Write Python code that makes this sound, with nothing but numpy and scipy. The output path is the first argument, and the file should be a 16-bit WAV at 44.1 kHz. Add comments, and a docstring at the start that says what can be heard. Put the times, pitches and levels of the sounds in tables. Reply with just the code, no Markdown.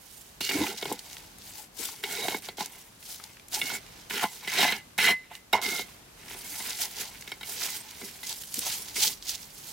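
"""Loose dirt slides in quiet forest air, then a steel shovel scrapes and knocks on dry earthen steps.
It throws its load aside, and a hand brush sweeps leaves onto the blade. Streams of tiny impacts make
grit hiss and leaves rustle; rubbing and blows ring the blade and handle at their modes while the
packed earth rumbles underneath. Clods and twigs snap. All is heard from a couple of metres away."""
import sys
import numpy as np
from scipy import signal
from scipy.fft import rfft, irfft, next_fast_len
from scipy.io import wavfile
from scipy.ndimage import uniform_filter1d

SR = 44100
rng = np.random.default_rng(int(sys.argv[2]) if len(sys.argv) > 2 else 0)


def unload_audio(sound):
    """Save the sound as a 16-bit wav file, at the path given as the first command line argument."""
    columns = np.transpose(np.atleast_2d(sound))
    # keep every value between -1 and 1, then stretch to whole-number steps
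    steps = np.round(np.clip(columns, -1, 1) * 32767)
    wavfile.write(sys.argv[1], SR, steps.astype(np.int16))


N = 428652


def undb(db):
    return 10 ** (np.asarray(db) / 20)


def unit_rms(x):
    return x / np.sqrt(np.mean(x ** 2))


def butter(x, order, hz, kind):
    return signal.sosfilt(signal.butter(order, hz, kind, fs=SR, output="sos"), x)


def colour(x, points):
    """EQ through (Hz, dB) points."""
    hz, db = np.transpose(points)
    size = next_fast_len(N)
    bins_hz = np.maximum(np.arange(size // 2 + 1) * SR / size, 1)
    gain = undb(np.interp(np.log(bins_hz), np.log(hz), db))
    return irfft(rfft(x, size) * gain, size)[..., :N]


def band(x, hz, width_hz):
    """Two-pole resonance, gain 1 at the centre."""
    return signal.lfilter(*signal.iirpeak(hz, hz / width_hz, SR), x)


def flicker(depth_db, per_s):
    """A gain that glides between random levels."""
    hold = int(SR / per_s)
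    steps = np.repeat(rng.standard_normal(N // hold + 1), hold)
    return undb(1.2 * depth_db * uniform_filter1d(steps, hold)[:N])


def grains(per_s, spread_db, patchy_db, patches_per_s):
    """Tiny uneven impacts in patches; mid and side, as the contact is wide."""
    hit = rng.random(N) < per_s / SR
    size = undb(spread_db * np.minimum(rng.exponential(size=N), 4)) * rng.standard_normal((2, N))
    return unit_rms(hit * size * flicker(patchy_db, patches_per_s))


def bursts(times, levels_db, t60):
    """One short dying burst of noise per event, mid and side."""
    out, age = np.zeros((2, N + SR)), np.arange(SR // 10) / SR
    envelope = np.minimum(age / 0.00063, 1) * 1000 ** (-age / t60)
    for start, db in zip(times, levels_db):
        out[:, int(start * SR):][:, :len(age)] += undb(db) * envelope * rng.standard_normal((2, len(age)))
    return out[:, :N]


# Tone of the background bed. 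Each row: frequency in Hz, gain in dB.
AIR_EQ = [(26, -45), (34, 4), (44, 4.5), (55, 2.5), (180, 2), (545, -7), (820, -6.5), (1200, -9.5),
          (2200, -11), (4000, -12.5), (14000, -18), (16000, -28)]

def forest_air(level_db=-55.5):
    """Forest air and microphone hiss: centred bass, wide treble."""
    mid, side = colour(rng.standard_normal((2, N)), AIR_EQ) * flicker(1.5, 3.2)
    side = butter(side, 2, 330, "high")
    return undb(level_db) * np.array([mid + side, mid - side]) / np.std(mid)


def swells(t, rows, bodies_db, sand_db, roundness):
    """Power of grit, leaves, blade, handle, earth and sand in loose motion.
    bodies_db trims blade, handle and earth; sand_db is against the blade.
    Roundness 1 is pointed, 3 flat-topped."""
    power = 0
    for loudest, rise, fall, grit_db, leaf_db, body_db in rows:
        away = abs(t - loudest) / np.where(t < loudest, rise, fall)
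        blade_db, handle_db, earth_db = body_db + np.array(bodies_db)
        layers_db = np.array([0, leaf_db, blade_db, handle_db, earth_db, blade_db + sand_db])
        power = power + undb(grit_db - 10 * away ** roundness + layers_db[:, None]) ** 2
    return power


# Swells of loose dirt. Each row: loudest moment, 10 dB rise time and 10 dB fall time in seconds,
# grit level in dB, then leaves and ringing bodies in dB against the grit.
DIRT_SLIDES = [(.14, .2, 0.24, -53, -8, -7), (.785, 0.035, 0.065, -51, 8.5, 7),
               (1.13, 0.26, 0.16, -52, 2, 4), (1.49, 0.083, 0.075, -49, 0.5, -2.5),
               (1.58, 0.044, .06, -45.5, -5, -1), (1.829, 0.048, 0.1, -37, -2.5, -2.5),
               (1.97, .06, .1, -50, -6, 1), (2.75, .1, 0.17, -52, -10, 2.5),
               (3.11, 0.075, 0.078, -43.5, -3, -8), (3.25, 0.12, .15, -56.5, -2, 6.5),
               (3.545, 0.022, 0.063, -31.5, -4.5, -2.5), (3.97, 0.2, 0.14, -63, 6, 14),
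               (4.35, 0.22, 0.14, -49, -4, -1), (4.45, 0.031, 0.019, -49, -2, 13),
               (5.315, 0.01, .025, -60.5, -3, 19.5), (5.35, 0.027, 0.041, -52.5, -5, 7),
               (5.9, 0.12, 0.085, -57, -2, 6.5)]

def dirt_slides(t):
    """Loose dirt slides off the blade, lands or is shuffled."""
    return swells(t, DIRT_SLIDES, bodies_db=[-5.5, -12, -16], sand_db=-1, roundness=1.52)


def shimmer(x, split_hz):
    """Coarse and fine grains come and go on their own, so two bands flicker apart."""
    coarse = butter(x, 2, split_hz, "low")
    return unit_rms(coarse * flicker(1.5, 40) + (x - coarse) * flicker(1.5, 40))


def pebble_crunch(grit, count=30):
    """Pebbles and leaf shards ring for milliseconds: narrow bands that flare at random."""
    centres = np.geomspace(3000, 14000, count) * (1 + 0.019 * rng.standard_normal(count))
    return unit_rms(sum(band(grit * flicker(6, 45), hz, width_hz=160) for hz in centres))


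# Bright tone of dry grit. Each row: frequency in Hz, gain in dB.
GRIT_EQ = [(1500, -11), (4000, -10), (8000, -3.5), (12000, -4.5), (16000, -4.5)]

def grit_hiss():
    """Dense fine grains hiss, with crunching pebbles and catching stones among them."""
    fine = colour(grains(14000, 1.4, 2.1, 110), GRIT_EQ)
    return undb(-2.5) * shimmer(fine, 10000) + undb(-6.5) * pebble_crunch(fine) + undb(-10) * stones()


def stones(per_s=45, t60=0.022):
    """Small stones catch now and then in sudden bursts of noise."""
    hit = (rng.random(N) < per_s / SR) * undb(3.3 * rng.standard_normal(N))
    fading = signal.lfilter([1], [1, -1000 ** (-1 / (t60 * SR))], hit)
    return unit_rms(colour(fading * rng.standard_normal((2, N)), GRIT_EQ))


# Papery tone of leaves. Each row: frequency in Hz, gain in dB.
LEAF_EQ = [(1500, -25), (3000, -8.5), (4700, -4.5), (6500, -7), (10000, -18)]

def leaf_rustle():
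    """Leaves crackle in sparser, more uneven grains than grit."""
    return undb(0.5) * shimmer(colour(grains(7000, 2.65, 2.94, 160), LEAF_EQ), 5500)


# Dull tone of sand. Each row: frequency in Hz, gain in dB.
SAND_EQ = [(800, -15), (1400, -2.5), (2400, 2.5), (3600, -6.5), (6000, -40)]

def sand_rasp():
    """Rubbed sand gives a patchy midrange rasp."""
    return undb(-3) * unit_rms(colour(grains(3000, 2.8, 3.3, 150), SAND_EQ))


# The contact point favours one mode and it sings out.
# Each row: start and end in seconds, rough pitch of the mode in Hz, boost in dB.
SINGING_MODES = [(.54, .64, 285, 7), (.405, .51, 2870, 11), (.43, .5, 4600, 14), (.405, .46, 4200, 10),
                 (3.61, 3.64, 3480, 8), (.44, .6, 2210, 8), (2.033, 2.36, 2210, 6), (2.13, 2.25, 3800, 5),
                 (3.61, 3.79, 2210, 6), (3.61, 3.66, 2870, 6), (4.21, 4.27, 1450, 10), (5.0, 5.05, 2870, 5),
                 (5.04, 5.09, 2035, 7), (5.04, 5.1, 2210, 6), (5.53, 5.84, 2135, 10)]

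def ring(rub, blow, modes, resting_t60_share=0.52):
    """Rubbing reaches each mode through a wandering contact point; the earth damps a resting blade."""
    free = blade_freedom()
    pitches = np.array(modes)[:, 0]
    favour = np.ones((len(modes), N))
    for start, end, hz, boost_db in SINGING_MODES:
        if pitches.min() < 1.1 * hz < 1.2 * pitches.max():  # within this body's range
            nearest = np.argmin(abs(pitches - hz))
            favour[nearest, int(start * SR):int(end * SR)] = undb(boost_db)
    out = 0
    for k, (hz, resting_db, free_db, t60) in enumerate(modes):
        force = (-1) ** k * favour[k] * (rub * flicker(3, 18) + blow)
        for share, db, decay_s in ((1 - free, resting_db, resting_t60_share * t60), (free, free_db, t60)):
            pole = np.exp(2j * np.pi * hz / SR - np.log(1000) / (decay_s * SR))
            mode = signal.lfilter([0, pole.imag], [1, -2 * pole.real, abs(pole) ** 2], share * force)
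            out = out + undb(db) * mode
    return out


# Modes of the steel. Each row: pitch in Hz, gain in dB with the blade resting,
# gain in dB with it hanging free, free t60 in seconds.
BLADE_MODES = [(1440, 0.5, -8, 0.035), (1726, -14.5, -5, 0.068), (1840, -21.5, -4, 0.029),
               (2037, -11, -2, 0.2), (2138, -5, -13, 0.11), (2203, 0.5, -6.5, 0.09), (2330, -20, -9, 0.1),
               (2590, -8, -7, 0.037), (2855, -4.5, -6, 0.086), (3146, 0, -2.5, 0.038),
               (3493, -1, -17, 0.039), (3796, 1.5, -2.5, 0.041), (4157, -7.5, -10, 0.088),
               (4555, -8, -24, 0.088), (5360, -10.5, -11, 0.08)]

def steel_blade(drive, strike):
    """Grains and blows excite the steel, which rings on after the stroke stops."""
    rub = drive * grains(4000, 2.3, 2.16, 120)
    steel = undb(-31) * ring(rub, strike, BLADE_MODES)
    return steel * np.array([[1], [0.6]])  # a small source, so less side


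# Modes of the wood. Each row: as for the blade.
HANDLE_MODES = [(714, 2.8, -1, 0.035), (858.5, 3.5, 2, 0.045), (1020, 0.5, 4, 0.026)]

def wooden_handle(drive, thud):
    """The handle answers rubbing and thuds with a short woody ring."""
    rub = undb(-21) * drive * grains(2500, 2.8, 3.2, 50)
    return ring(rub, undb(-25.5) * thud, HANDLE_MODES)


# Low modes of the step. Each row: as for the blade.
EARTH_MODES = [(110, -26, -22, 0.069), (172.6, -12.5, -9, 0.11), (214.6, -6.5, -0.5, 0.077),
               (284, -1.5, -8.5, 0.078), (400, 2.5, -5.5, 0.077), (488.5, -1.5, -7.5, 0.061)]

def packed_earth(drive, thud):
    """The ground rumbles under rubbing and thumps under knocks and bumps."""
    rub = undb(-22.5) * drive * grains(2500, 2.0, 4.2, 35)
    return ring(rub, undb(-27) * thud + undb(-22.5) * soft_bumps(), EARTH_MODES)


# Shovel strokes. Each row: touch, hardest push and lift in seconds; grit level in dB at those three
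# moments; leaves, blade, handle and earth in dB against the grit at the hardest push; bite into the
# earth from 0 to 1; sand in dB against the blade; freedom from 0 (resting) to 1 (hanging).
SHOVEL_STROKES = [(0.406, 0.454, .48, -38.5, -40, -42, 2.5, 4, -16.5, -8.5, .2, -13, 0.13),
                  (0.491, 0.576, 0.73, -37.5, -39, -44.5, 1, 6, 3, 7, 0.62, -3.5, .17),
                  (0.812, .925, 0.93, -48, -44.5, -40.5, 0.5, -0.5, -2.5, 3.5, 0.45, 2, 0.16),
                  (2.03, 2.315, 2.383, -43, -39, -47, -3.5, 4.5, -1.5, -2.5, 0.45, -9, .14),
                  (2.421, 2.44, 2.52, -52, -48, -55.5, 0.5, 0.5, -7.5, -6, 0.53, 2, .12),
                  (2.57, 2.607, 2.677, -57, -43.5, -56.5, 4, 4.5, 2, -4, .6, -0.5, .12),
                  (3.609, 3.714, 3.76, -44.5, -40.5, -41.5, -0.5, 7, -5, -3, 0.5, -11.5, 0.17),
                  (4.097, 4.17, 4.2, -43.5, -38, -42.5, 0, 11, -5, -6.5, .4, -5.5, 0.34),
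                  (4.21, 4.24, 4.245, -42.5, -36, -40, 1, 9.5, 9, -1, .5, -3, 0.31),
                  (4.472, 4.607, 4.773, -47.5, -32.5, -48, 1.5, 11.5, 0, -7, 0.52, -3.5, 0.54),
                  (4.979, 5.078, 5.11, -34.5, -33.5, -35.5, -2.5, 14.5, -3.5, -3, 0.5, -5, 0.74),
                  (5.528, 5.532, 5.615, -35, -44.5, -70, 6.5, 20, 17.5, 7.5, 0.34, -9, 0.39),
                  (5.615, 5.647, 5.814, -41.5, -38, -40.5, 0.5, 7.5, -8, -4.5, 0.19, -14, 0.25)]

def shovel_scrapes(t, roundness=1.3):
    """Power of the six layers as the blade touches, digs in, eases and lifts off."""
    dig_in_db, ease_db = [1.5, -3, -14, -11.5], [-3, -4, -5, -2]  # leaves, blade, handle, earth
    power = 0
    for touch, hardest, lift, touch_db, hard_db, lift_db, *offsets_db, bite, sand_db, _ in SHOVEL_STROKES:
        early = np.clip((hardest - t) / (hardest - touch), 0, 1) ** roundness
        late = np.clip((t - hardest) / (lift - hardest), 0, 1) ** roundness
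        since_lift = np.maximum(t - lift, 0)
        grit_db = hard_db + early * (touch_db - hard_db) + late * (lift_db - hard_db)
        # the hiss stops fast, a little dirt trickles on
        grit_db += np.maximum(-507 * since_lift, -22 - 87 * since_lift)
        leaf_db, blade_db, handle_db, earth_db = [
            db + bite * (dig * early + ease * late)
            for db, dig, ease in zip(offsets_db, dig_in_db, ease_db)]
        layers_db = np.array([np.zeros_like(t), leaf_db, blade_db, handle_db, earth_db, blade_db + sand_db])
        power = power + (t >= touch) * undb(grit_db + layers_db) ** 2
    return power


def blade_freedom(brush_from_s=6.2, as_pan=0.37):
    """How freely the blade hangs: one value per stroke, then held still as a pan for the brush."""
    freedom = [row[-1] for row in SHOVEL_STROKES] + [as_pan]
    changes_s = [row[0] for row in SHOVEL_STROKES[1:]] + [brush_from_s]
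    edges = [0] + [int(s * SR) for s in changes_s] + [N]
    return np.repeat(freedom, np.diff(edges))


def blows(times, levels_db, t60, tap_db):
    """A sharp first contact followed by a crunch."""
    out = bursts(times, levels_db, t60)
    out[:, (times * SR).astype(int) + 8] += undb(levels_db + tap_db)
    return out


# Knocks on the steel blade: it strikes the earth, and later the brush taps against it.
# Each row: start in seconds, level in dB, low thud in dB against that level.
BLADE_KNOCKS = [(0.407, -21, -8), (0.4895, -23.5, -19), (0.825, -21, -5.5), (0.854, -20.5, -6),
                (0.9143, -29.5, 6.5), (2.0369, -15.5, -17.5), (2.282, -15.5, -5), (2.3441, -22.5, 0),
                (2.4858, -23, -6), (2.582, -25.5, -6.5), (2.605, -22, -2.5), (3.6146, -16, -20),
                (3.7, -23, -20), (4.1054, -27.5, -12), (4.238, -20, -5), (4.4748, -18.5, -15),
                (4.6272, -9, -13), (4.721, -13, -14), (4.9836, -15.5, -11.5), (5.0464, -17, -14),
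                (5.5308, -8, -13.5), (5.6232, -28, -9), (5.793, -23, -8), (6.3081, -28.5, -11),
                (6.6017, -25, -10), (7.275, -26.5, -15), (7.3041, -42, -22), (7.3172, -21.5, -12),
                (7.4096, -27, -12.5), (7.43, -25.5, -15.5), (8.0138, -31, -4.5), (8.2305, -28, -14),
                (8.959, -26, -13)]

def blade_knocks():
    """Each knock sprays grit, strikes the steel and sends a thud into handle and ground."""
    times, level_db, thud_db = np.transpose(BLADE_KNOCKS)
    spray = undb(-10.5) * colour(bursts(times, level_db, t60=0.025), GRIT_EQ)
    strike = blows(times, level_db, t60=0.027, tap_db=14.8)
    thud = blows(times, level_db + thud_db, t60=0.024, tap_db=20)
    return spray, strike, thud


# Soft weight on the earth. Each row: start in seconds, level in dB.
SOFT_BUMPS = [(1.79, -35), (6.345, -46), (8.025, -36.5), (8.57, -36), (9.065, -39), (0.736, -48)]

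def soft_bumps():
    """The force of a load landing or a foot set down."""
    return bursts(*np.transpose(SOFT_BUMPS), t60=0.1)


# Clods and twigs. Each row: start in seconds, level in dB, centre frequency in Hz.
TWIG_SNAPS = [(0.925, -26.5, 10000), (0.992, -30, 4300), (1.13, -33, 5520), (1.168, -30.5, 2380),
              (1.385, -43, 9000), (1.637, -37, 800), (1.889, -26.5, 937), (2.659, -29, 7540),
              (3.027, -36.5, 2850), (3.199, -29, 1090), (3.239, -29.5, 4450), (3.369, -38, 2170),
              (3.397, -40, 3050), (3.484, -40, 10000), (3.523, -30, 2870), (3.864, -39, 3050),
              (5.352, -30.5, 2820), (6.41, -37, 700), (6.46, -38, 800), (6.52, -43, 800),
              (6.695, -30, 7350), (6.818, -22, 5500), (7.21, -36.5, 7200), (7.223, -30, 2540),
              (8.27, -31, 5710), (8.294, -24.5, 5800), (8.327, -26.5, 5000), (8.436, -32, 3320),
              (8.542, -22.5, 8610), (8.591, -20.5, 8590), (8.884, -33, 4700), (9.225, -34, 4280)]

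def twig_snaps(t60=0.018):
    """A clod or twig breaks with a brief wide-band click."""
    out, age = np.zeros((2, N + SR)), np.arange(SR // 20) / SR
    for start, db, hz in TWIG_SNAPS:
        click = rng.standard_normal((2, len(age))) * 1000 ** (-age / t60)
        out[:, int(start * SR):][:, :len(age)] += undb(db + 5) * band(click, hz, 0.62 * hz)
    return out[:, :N]


# Strokes of the hand brush. Each row: as for the dirt slides.
BRUSH_STROKES = [(6.22, .05, 0.051, -59, 1, 16), (6.32, 0.058, 0.095, -46, -4, 7.5),
                 (6.55, .17, 0.3, -39, -9, -1.5), (6.699, 0.082, 0.056, -41.5, 2, 9),
                 (6.82, 0.039, 0.056, -35, 1.5, 3.5), (7.02, 0.08, 0.056, -40.5, 4, 5.5),
                 (7.17, 0.17, 0.084, -51.5, -1.5, 6), (7.3, 0.074, 0.064, -55, 3, 12),
                 (7.5, 0.068, 0.17, -39.5, -6, -1.5), (7.64, 0.059, 0.074, -38.5, 3.5, 7.5),
                 (7.75, 0.13, 0.058, -38, -3.5, -1), (7.87, 0.078, 0.15, -54, 4.5, 7),
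                 (8.05, 0.12, 0.19, -45, -4.5, 2.5), (8.24, 0.012, 0.03, -41.5, -8, -1),
                 (8.289, .04, 0.078, -40, 0.5, -2), (8.39, 0.15, 0.2, -43.5, -9, -12),
                 (8.57, 0.046, 0.057, -38, -3.5, -4), (8.67, 0.068, 0.13, -36.5, 0.5, 2.5),
                 (8.78, 0.13, 0.062, -37.5, -7.5, -13), (8.89, 0.051, .04, -48, 5, 5),
                 (8.965, .009, 0.038, -32.5, 0, -1.5), (9.035, 0.055, 0.066, -29.5, 4.5, -3.5),
                 (9.3, 0.048, 0.049, -40.5, 5, 0.5), (9.345, 0.036, 0.017, -41.5, 7, 0.5),
                 (9.42, 0.077, 0.094, -52, -0.5, 0), (9.7, 0.21, 0.11, -46.5, -5.5, -4.5)]

def brush_sweeps(t):
    """The brush pushes leaves and grit onto the blade."""
    return swells(t, BRUSH_STROKES, bodies_db=[-8, -16.5, -20.5], sand_db=0.5, roundness=1.42)


# Hollows in the tone. Each row: centre in Hz, width in Hz, depth from 0 to 1.
REFLECTION_DIPS = [(564, 120, 0.24), (1182, 130, 0.44)]

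def near_reflections(x):
    """Reflections near the microphone cancel narrow bands."""
    for hz, width_hz, depth in REFLECTION_DIPS:
        x = x - depth * band(x, hz, width_hz)
    return x


# Stereo width. Each row: frequency in Hz, side gain in dB.
WIDTH_EQ = [(200, -67), (600, -31), (1400, -10.5), (3000, -6.5), (6500, -5), (15000, -1)]
# Where the work sits. Each row: time in seconds, left minus right in dB.
PAN_PATH = [(0.0, -9), (0.21, -4.5), (1.54, 1), (1.7, 8), (2.11, -3), (2.73, -1.5), (3.25, 2), (3.84, -4.5),
            (4.17, -1.5), (5.23, -2), (5.41, -4), (6.71, -1.5), (8.04, -3), (8.25, -1.5), (9.72, -4)]

def place_in_stereo(mid, side):
    """Width grows with frequency; only the treble is directional at the microphones."""
    side = colour(side, WIDTH_EQ)
    wide = np.array([mid + side, mid - side])
    treble = butter(wide, 1, 700, "high")
    pan_db = np.interp(np.arange(N) / SR, *np.transpose(PAN_PATH))
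    return wide + treble * (undb(np.array([pan_db, -pan_db]) / 2) - 1)


def scene():
    """Slides, scrapes and sweeps ride the faders of six layers; knocks and snaps land on top."""
    t = np.arange(0, N, 32) / SR  # coarse clock for the faders
    power = dirt_slides(t) + shovel_scrapes(t) + brush_sweeps(t)
    faders = [np.interp(np.arange(N) / SR, t, np.sqrt(row)) for row in power]
    grit, leaves, blade, handle, earth, sand = faders
    debris = grit * grit_hiss() + leaves * leaf_rustle() + sand * sand_rasp()
    spray, strike, thud = blade_knocks()
    bodies = steel_blade(blade, strike) + wooden_handle(handle, thud) + packed_earth(earth, thud)
    work = debris + spray + bodies + twig_snaps()
    work = butter(work, 3, 85, "high")  # earth radiates little deep bass
    return place_in_stereo(*near_reflections(work)) + forest_air()


def record(dry):
    """The top octave is duller on the left, brighter on the right, and ends in a steep low-pass."""
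    top = butter(dry, 2, 10000, "high")
    heard = dry + np.array([[-0.15], [0.15]]) * top
    return signal.sosfilt(signal.ellip(10, 0.2, 80, 15900, fs=SR, output="sos"), heard)


dry = scene()
out = record(dry)
unload_audio(out)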